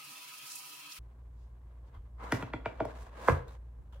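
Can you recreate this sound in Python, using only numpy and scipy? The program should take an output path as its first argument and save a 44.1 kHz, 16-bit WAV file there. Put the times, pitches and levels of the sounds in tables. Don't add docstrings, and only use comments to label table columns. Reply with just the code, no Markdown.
import sys
import numpy as np
from scipy import signal
from scipy.fft import rfft, irfft, next_fast_len
from scipy.io import wavfile
from scipy.ndimage import uniform_filter1d, map_coordinates

SR = 44100
rng = np.random.default_rng(int(sys.argv[2]) if len(sys.argv) > 2 else 0)


def to_wav(s):
    ch = np.atleast_2d(s).T
    pcm = np.round(np.clip(ch, -1, 1) * 32767)
    wavfile.write(sys.argv[1], SR, pcm.astype(np.int16))


N = 176400

# (t/s, level/dB, bass/dB, treble/dB, tick/dB, ring f/Hz, ring lift/dB)
KNOCKS = [(2.3218, 6, 4, 5.5, 6, 258, 7), (2.4245, -4.5, 6.5, -0.5, 3.5, 274, 5),
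          (2.5350, 3, -1, 0.5, -2, 308, 7.5), (2.6575, 11, -7, -2.5, -6.5, 673, 7),
          (2.8028, 17.5, -8, -14, -0.5, 650, 7), (2.8505, 11, -9, -18.5, 15.5, 404, 9)]
THUMPS = [(3.2828, 19.5, 0.5, 1.5, -2.5, 513, 3.5), (3.2955, 6.5, 4, 0.5, -5, 1040, 6)]
# (f/Hz, level/dB)
CASE_COLOUR = [(40, -15.5), (110, 1), (300, -5.5), (600, -10.5), (1400, -7.5), (2300, -14.5), (4000, -28.5),
               (5500, -34.5), (15000, -55)]
LID_COLOUR = [(40, 4.5), (110, -12.5), (210, -14.5), (380, -6), (750, -10), (1500, -14.5), (2500, -22),
              (4400, -45), (15000, -52)]
# (f/Hz, width/Hz, lift/dB)
CASE_MODES = [(113, 30, 8.5), (255.2, 12, 10), (321, 48, 8.5), (461, 40, 11.5), (604, 28, 13),
              (650, 58, 11.5), (778, 29, 8), (938, 52, 12), (1415, 55, 12.5), (1960, 140, 9),
              (2335, 61, 10.5), (3340, 99, 11.5)]
LID_MODES = [(83.2, 26, 5.5), (129, 12, 21.5), (483, 79, 11), (545, 23, 7), (677, 20, 10.5),
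             (1034, 110, 16), (1624, 110, 13.5), (2050, 65, 7.5)]
SLIDE_MODES = [(1000, 80, 21), (1260, 140, 19), (2070, 53, 16.5)]
# (t/s, level/dB, f/Hz, decay/s)
BUMPS = [(1.977, -37.5, 44.6, 0.028), (1.977, -42.5, 83, 0.024), (2.8255, -28.5, 304, 0.0058),
         (3.3275, -22, 85, 0.03), (3.328, -27, 136, 0.023), (3.96, -55, 557, 0.012)]
ROCKS = [(2.822, -35, 310, .009), (3.291, -28, 254.3, .028)]
# (t/s, scrape level/dB, hiss level/dB)
RUB = [(1.85, -73.5, -100), (1.95, -65.5, -101), (2.03, -73.5, -100), (2.16, -76, -100), (2.23, -51, -67.5),
       (2.3, -51.5, -70), (2.345, -43.5, -54.5), (2.5, -55, -85), (2.58, -64.5, -93), (2.75, -59, -81),
       (2.9, -53, -74.5), (3.02, -55.5, -66.5), (3.11, -59, -79.5), (3.2, -50.5, -68.5),
       (3.295, -40.5, -50.5), (3.44, -58, -84.5), (3.53, -61, -72), (3.62, -73, -100)]
# (f/Hz, level/dB)
SCRAPE = [(60, -29), (200, -1.5), (550, 0), (1100, -2.5), (1600, -7.5), (2300, -10.5), (4000, -18),
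          (9000, -49)]
HISS = [(1500, -20), (3500, -4), (7000, -3), (11500, -9), (15000, -16)]
# (t/s, length/s, level/dB)
SLIDES = [(1.962, 0.018, -64), (2.228, 0.023, -47.5), (2.275, 0.014, -47), (3.26, 0.0089, -56)]
RUSTLES = [(1.43, 0.054, -82.5), (1.879, .016, -82)]
# (t/s, level/dB)
SNAPS = [(2.3218, -30.5), (2.426, -51), (2.8538, -47), (3.03, -56), (3.218, -52.5), (3.481, -56)]
# (t/s, level/dB, ring f/Hz, t60/s)
CREAKS = [(1.94, -66.5, 3140, 0.27), (3.479, -58, 3840, 0.19), (3.923, -60.5, 3150, 0.39)]

# (t/s, relative stream level/dB, relative spray level/dB)
FLOW = [(0.0, -56.5, -55.5), (0.474, -56.5, -51.5), (0.96, -57, -56)]
# (f/Hz, level/dB)
STREAM = [(60, -27), (130, -14.5), (230, -15.5), (600, -24.5), (1100, -5.5), (1800, -8.5), (2400, -4),
          (4000, -5), (7000, -31)]
SPRAY = [(2500, -31.5), (4700, 2.5), (7700, -2), (9500, 0.5), (15500, -3)]
# (f/Hz, width/Hz, lift/dB)
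BASIN_MODES = [(142.5, 7.2, 15), (296.6, 12.3, 18.5), (627, 16, 17.5), (802, 14, 16), (984, 13.4, 19),
               (1270, 41, 13.5), (2630, 200, 12), (3190, 120, 8.5), (4170, 130, 7.5), (5560, 200, 15)]
# (t/s, length/s, level/dB, centre f/Hz)
SPLASHES = [(0.522, 0.024, -49.5, 6360), (0.559, 0.0084, -47.5, 8800), (0.923, 0.006, -45, 4660),
            (0.969, 0.0049, -51, 1960)]
# (f/Hz, left minus right level/dB)
TAP_BALANCE = [(180, -3.5), (1650, 1), (5000, -1.5)]

# (f/Hz, level/dB)
HUM = [(58.4, -49.5), (117.2, -65)]
AIR = [(30, -19), (48, 4.5), (85, -6), (130, -12.5), (180, -20.5), (480, -28), (1100, -35.5), (2400, -60.5),
       (7500, -54), (15500, -58.5)]
ROOM_SEND = [(80, -17.5), (300, -2.5), (1000, -9), (3000, -2), (10000, 2.5)]
# (f/Hz, t60/s)
ROOM_T60 = [(80, 0.82), (250, 0.47), (1000, 0.36), (3000, 0.24), (10000, 0.32)]
# (f/Hz, likeness from 0 to 1)
CASE_ALIKE = [(80, 1), (250, 0.98), (1500, 0.13), (8000, 0.28)]
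TAP_ALIKE = [(150, 1), (400, 0.59), (950, 0.31), (2400, 0.39), (6000, 0)]
ROOM_ALIKE = [(70, 1), (150, 1), (300, .1), (1500, 0.26), (8000, 0.26)]


def blows(rows, colour, modes, pan_db, bass_hz=380, treble_hz=1150, tick_hz=4500, size=32768):
    out, hz = np.zeros((2, N)), np.fft.rfftfreq(size, 1 / SR)
    above = lambda corner: 1 - 1 / (1 + (hz / corner) ** 6)
    delay_s = .0026 * (1000 / np.hypot(hz, 42.9)) ** 0.95
    lag = np.exp(-2j * np.pi * np.cumsum(delay_s) * SR / size)
    wood_db = along(colour, hz) + lift(modes, hz)
    for s, db, bass_db, treble_db, tick_db, ring_hz, ring_db in rows:
        spot_db = lift([(ring_hz, 40, ring_db)], hz) + ripple(hz, depth_db=4.0, spacing_hz=271.2)
        tone_db = bass_db * (1.5 - above(bass_hz)) + treble_db * above(treble_hz)
        tone_db += tick_db * above(tick_hz)
        cepstrum = irfft(np.log(amp(db + wood_db + spot_db + tone_db)))[:size // 2]
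        wood = np.exp(2 * rfft(cepstrum, size) - cepstrum[0])
        force = contact()
        push = rfft(force, size)
        push *= (np.linalg.norm(force) / (abs(push) + 1e-9)) ** (2 / 3)
        ring = irfft(wood * lag * push)[None, :size // 2]
        start = s - len(force) / 2 / SR
        add(out, ring * amp([[pan_db / 2], [-pan_db / 2]]), start)
        add(out, signal.fftconvolve(ring, room_tail(), axes=1), start)
    return out


def contact(lead_in=0.39, lead_in_s=0.0048, chatter=0.72, chatter_s=.003, size=1024):
    t = np.arange(-size, size) / SR
    fade = lambda decay_s: np.exp(-abs(t) / decay_s) / np.sqrt(decay_s * SR / 2)
    roughness = np.where(t < 0, lead_in * fade(lead_in_s), chatter * fade(chatter_s))
    return (t == 0) + roughness * rng.standard_normal(2 * size)


def bumps(rows):
    out = np.zeros(N)
    for s, db, hz, decay_s in rows:
        t = clock() - s
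        envelope = np.where(t < 0, swell(s, decay_s / 4), np.exp(-abs(t) / decay_s))
        out += amp(db) * envelope * np.sin(2 * np.pi * hz * t)
    return out


def tap(stream_gain_db=4.5, spray_gain_db=2.5):
    stream_db, spray_db = curves(FLOW)
    tiles = lambda hz: ripple(hz, depth_db=1.8, spacing_hz=35)
    stream_gain = amp(stream_db + stream_gain_db + 0.38 * wobble(25))
    stream = gurgle(rush(lambda hz: along(STREAM, hz) + lift(BASIN_MODES, hz) + tiles(hz), TAP_ALIKE))
    spray_gain = amp(spray_db + spray_gain_db + 1.8 * wobble(60))
    spray = rush(lambda hz: along(SPRAY, hz) + tiles(hz), TAP_ALIKE)
    water = stream_gain * stream + spray_gain * spray
    for s, length, db, centre_hz in SPLASHES:
        splash = amp(db + 3.5 * wobble(250)) * swell(s, length)
        water += splash * rush(lambda hz: -14 * np.log2((hz + 1) / centre_hz) ** 2, TAP_ALIKE)
    return filtered(water, lambda hz: amp(np.outer([.5, -.5], along(TAP_BALANCE, hz))))


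def gurgle(x, depth_db=2.5, size=1024):
    spectra = signal.stft(x, nperseg=size)[2]
    patches = uniform_filter1d(rng.standard_normal(spectra.shape[1:]), size=4, axis=0)
    patches = unit(uniform_filter1d(patches, size=6, axis=1))
    return unit(signal.istft(spectra * amp(depth_db * patches), nperseg=size)[1][:, :N])


def rubbing(snags_per_s=28, snag_db=17.5):
    scrape_db, hiss_db = curves(RUB)
    grip_db = 1.9 * wobble(45) + 1.5 * wobble(300)
    scrape = rush(lambda hz: along(SCRAPE, hz) + .5 * lift(LID_MODES, hz), CASE_ALIKE)
    snags = (rng.random(N) < snags_per_s / SR) * amp(snag_db + 3 * rng.standard_normal(N))
    snags = filtered(snags, lambda hz: amp(along(HISS, hz) + hz / 2000))
    hiss = rush(lambda hz: along(HISS, hz), CASE_ALIKE)
    return amp(scrape_db + grip_db) * scrape + amp(hiss_db + 0.93 * grip_db) * (hiss + snags)


def slides():
    push = sum(amp(db) * swell(s, length) for s, length, db in SLIDES) * amp(1.5 * wobble(150))
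    return push * rush(lambda hz: along(SCRAPE, hz) + lift(SLIDE_MODES, hz), CASE_ALIKE)


def snaps(decay_s=0.0015):
    t = clock()
    envelope = sum(amp(db) * (t >= s) * np.exp(-abs(t - s) / decay_s) for s, db in SNAPS)
    return envelope * rush(lambda hz: along(HISS, hz) + hz / 2000, alike=[(1, 0.82)])


def creaks(width_hz=300, ring_db=16, attack_s=0.0021):
    out = np.zeros((2, N))
    scratch = [(200, 7.5), (1200, 14.0), (2500, -4.0), (8000, -8), (15000, -12.0)]  # f/Hz, level/dB
    for s, db, ring_hz, t60 in CREAKS:
        t = np.maximum(clock() - s, 0)
        envelope = amp(db - 60 * t / t60 + 2.0 * wobble(200)) * (1 - np.exp(-t / attack_s))
        colour = lambda hz: along(scratch, hz) + lift([(ring_hz, width_hz, ring_db)], hz)
        out += envelope * rush(colour, CASE_ALIKE)
    return out


def sleeve():
    envelope = sum(amp(db) * swell(s, length) for s, length, db in RUSTLES) * amp(1.7 * wobble(20))
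    return envelope * rush(lambda hz: along(HISS, hz) - hz / 700, CASE_ALIKE)


def room_tail(onset_s=0.0031):
    hz, t, spectra = signal.stft(rng.standard_normal((2, SR // 2)), SR, nperseg=256)
    t60 = along(ROOM_T60, hz)[:, None]
    gain = amp(along(ROOM_SEND, hz)[:, None] - 60 * t / t60)
    gain *= np.sqrt(2 * np.log(1000) / (t60 * SR))
    tail = widen(signal.istft(spectra * gain, SR, nperseg=256)[1], ROOM_ALIKE)
    age = np.arange(tail.shape[1]) / SR
    return tail * (1 - np.exp(-(age / onset_s) ** 2))


def room_tone(air_db=-54.5):
    phase = 2 * np.pi * clock()
    drift, waver_db = .2 * wobble(5), 1.3 * wobble(5)
    hum = sum(amp(db + waver_db) * np.sqrt(2) * np.sin(hz * phase + drift) for hz, db in HUM)
    return hum + amp(air_db) * rush(lambda hz: along(AIR, hz), CASE_ALIKE)


def ripple(hz, depth_db, spacing_hz):
    peaks = map_coordinates(rng.standard_normal(4096), [hz / spacing_hz], mode="wrap")
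    return depth_db * np.clip(hz / 2000 - .5, 0, 1) * peaks


def lift(modes, hz):
    power = sum((amp(abs(db)) ** 2 - 1) / (1 + (2 * (hz - f) / width) ** 2) for f, width, db in modes)
    return 10 * np.log10(1 + power)


def rush(colour, alike):
    noise = widen(rng.standard_normal((2, N)), alike)
    return unit(filtered(noise, lambda hz: amp(colour(hz))))


def widen(pair, alike):
    hz = np.fft.rfftfreq(pair.shape[1], 1 / SR)
    angle = np.arccos(np.clip(along(alike, hz), -1, 1)) / 2
    mid, side = irfft(rfft(pair) * [np.cos(angle), np.sin(angle)], pair.shape[1])
    return np.array([mid + side, mid - side])


def filtered(x, response):
    size = next_fast_len(N + SR // 2)
    return irfft(rfft(x, size) * response(np.fft.rfftfreq(size, 1 / SR)), size)[..., :N]


def along(points, hz):
    f, values = np.transpose(points)
    return np.interp(np.log(hz + 1), np.log(f + 1), values)


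def curves(rows):
    times, *columns = np.transpose(rows)
    return [np.interp(clock(), times, column) for column in columns]


def wobble(rate):
    return map_coordinates(rng.standard_normal(4096), [clock() * rate], mode="wrap")


def swell(s, length):
    return np.exp(-.5 * ((clock() - s) / length) ** 2)


def add(out, x, s):
    i = round(s * SR)
    out[:, i:i + x.shape[1]] += x[:, :N - i]


def amp(db):
    return 10 ** (np.asarray(db) / 20)


def unit(x):
    return x / np.sqrt(np.mean(x ** 2) + 1e-20)


def clock():
    return np.arange(N) / SR


def scene(tap_off_s=0.99, fade_s=0.0045, left_late_s=.00005):
    running = np.clip((tap_off_s - clock()) / fade_s + .5, 0, 1)
    case = blows(KNOCKS, CASE_COLOUR, CASE_MODES, pan_db=0.2)
    case += blows(THUMPS, LID_COLOUR, LID_MODES, pan_db=-2.5)
    case += sleeve() + rubbing() + slides() + creaks() + snaps() + bumps(BUMPS)
    case += np.outer([1, -1], bumps(ROCKS))
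    case = filtered(case, lambda hz: np.exp(-2j * np.pi * np.outer([.5, -.5], hz) * left_late_s))
    return running * tap() + (1 - running) * room_tone() + case


def record(dry, bottom_hz=36.4, top_hz=15850):
    return filtered(dry, lambda hz: (hz < top_hz) * (1 - 1 / (1 + (hz / bottom_hz) ** 6)))


dry = scene()
out = record(dry)
to_wav(out)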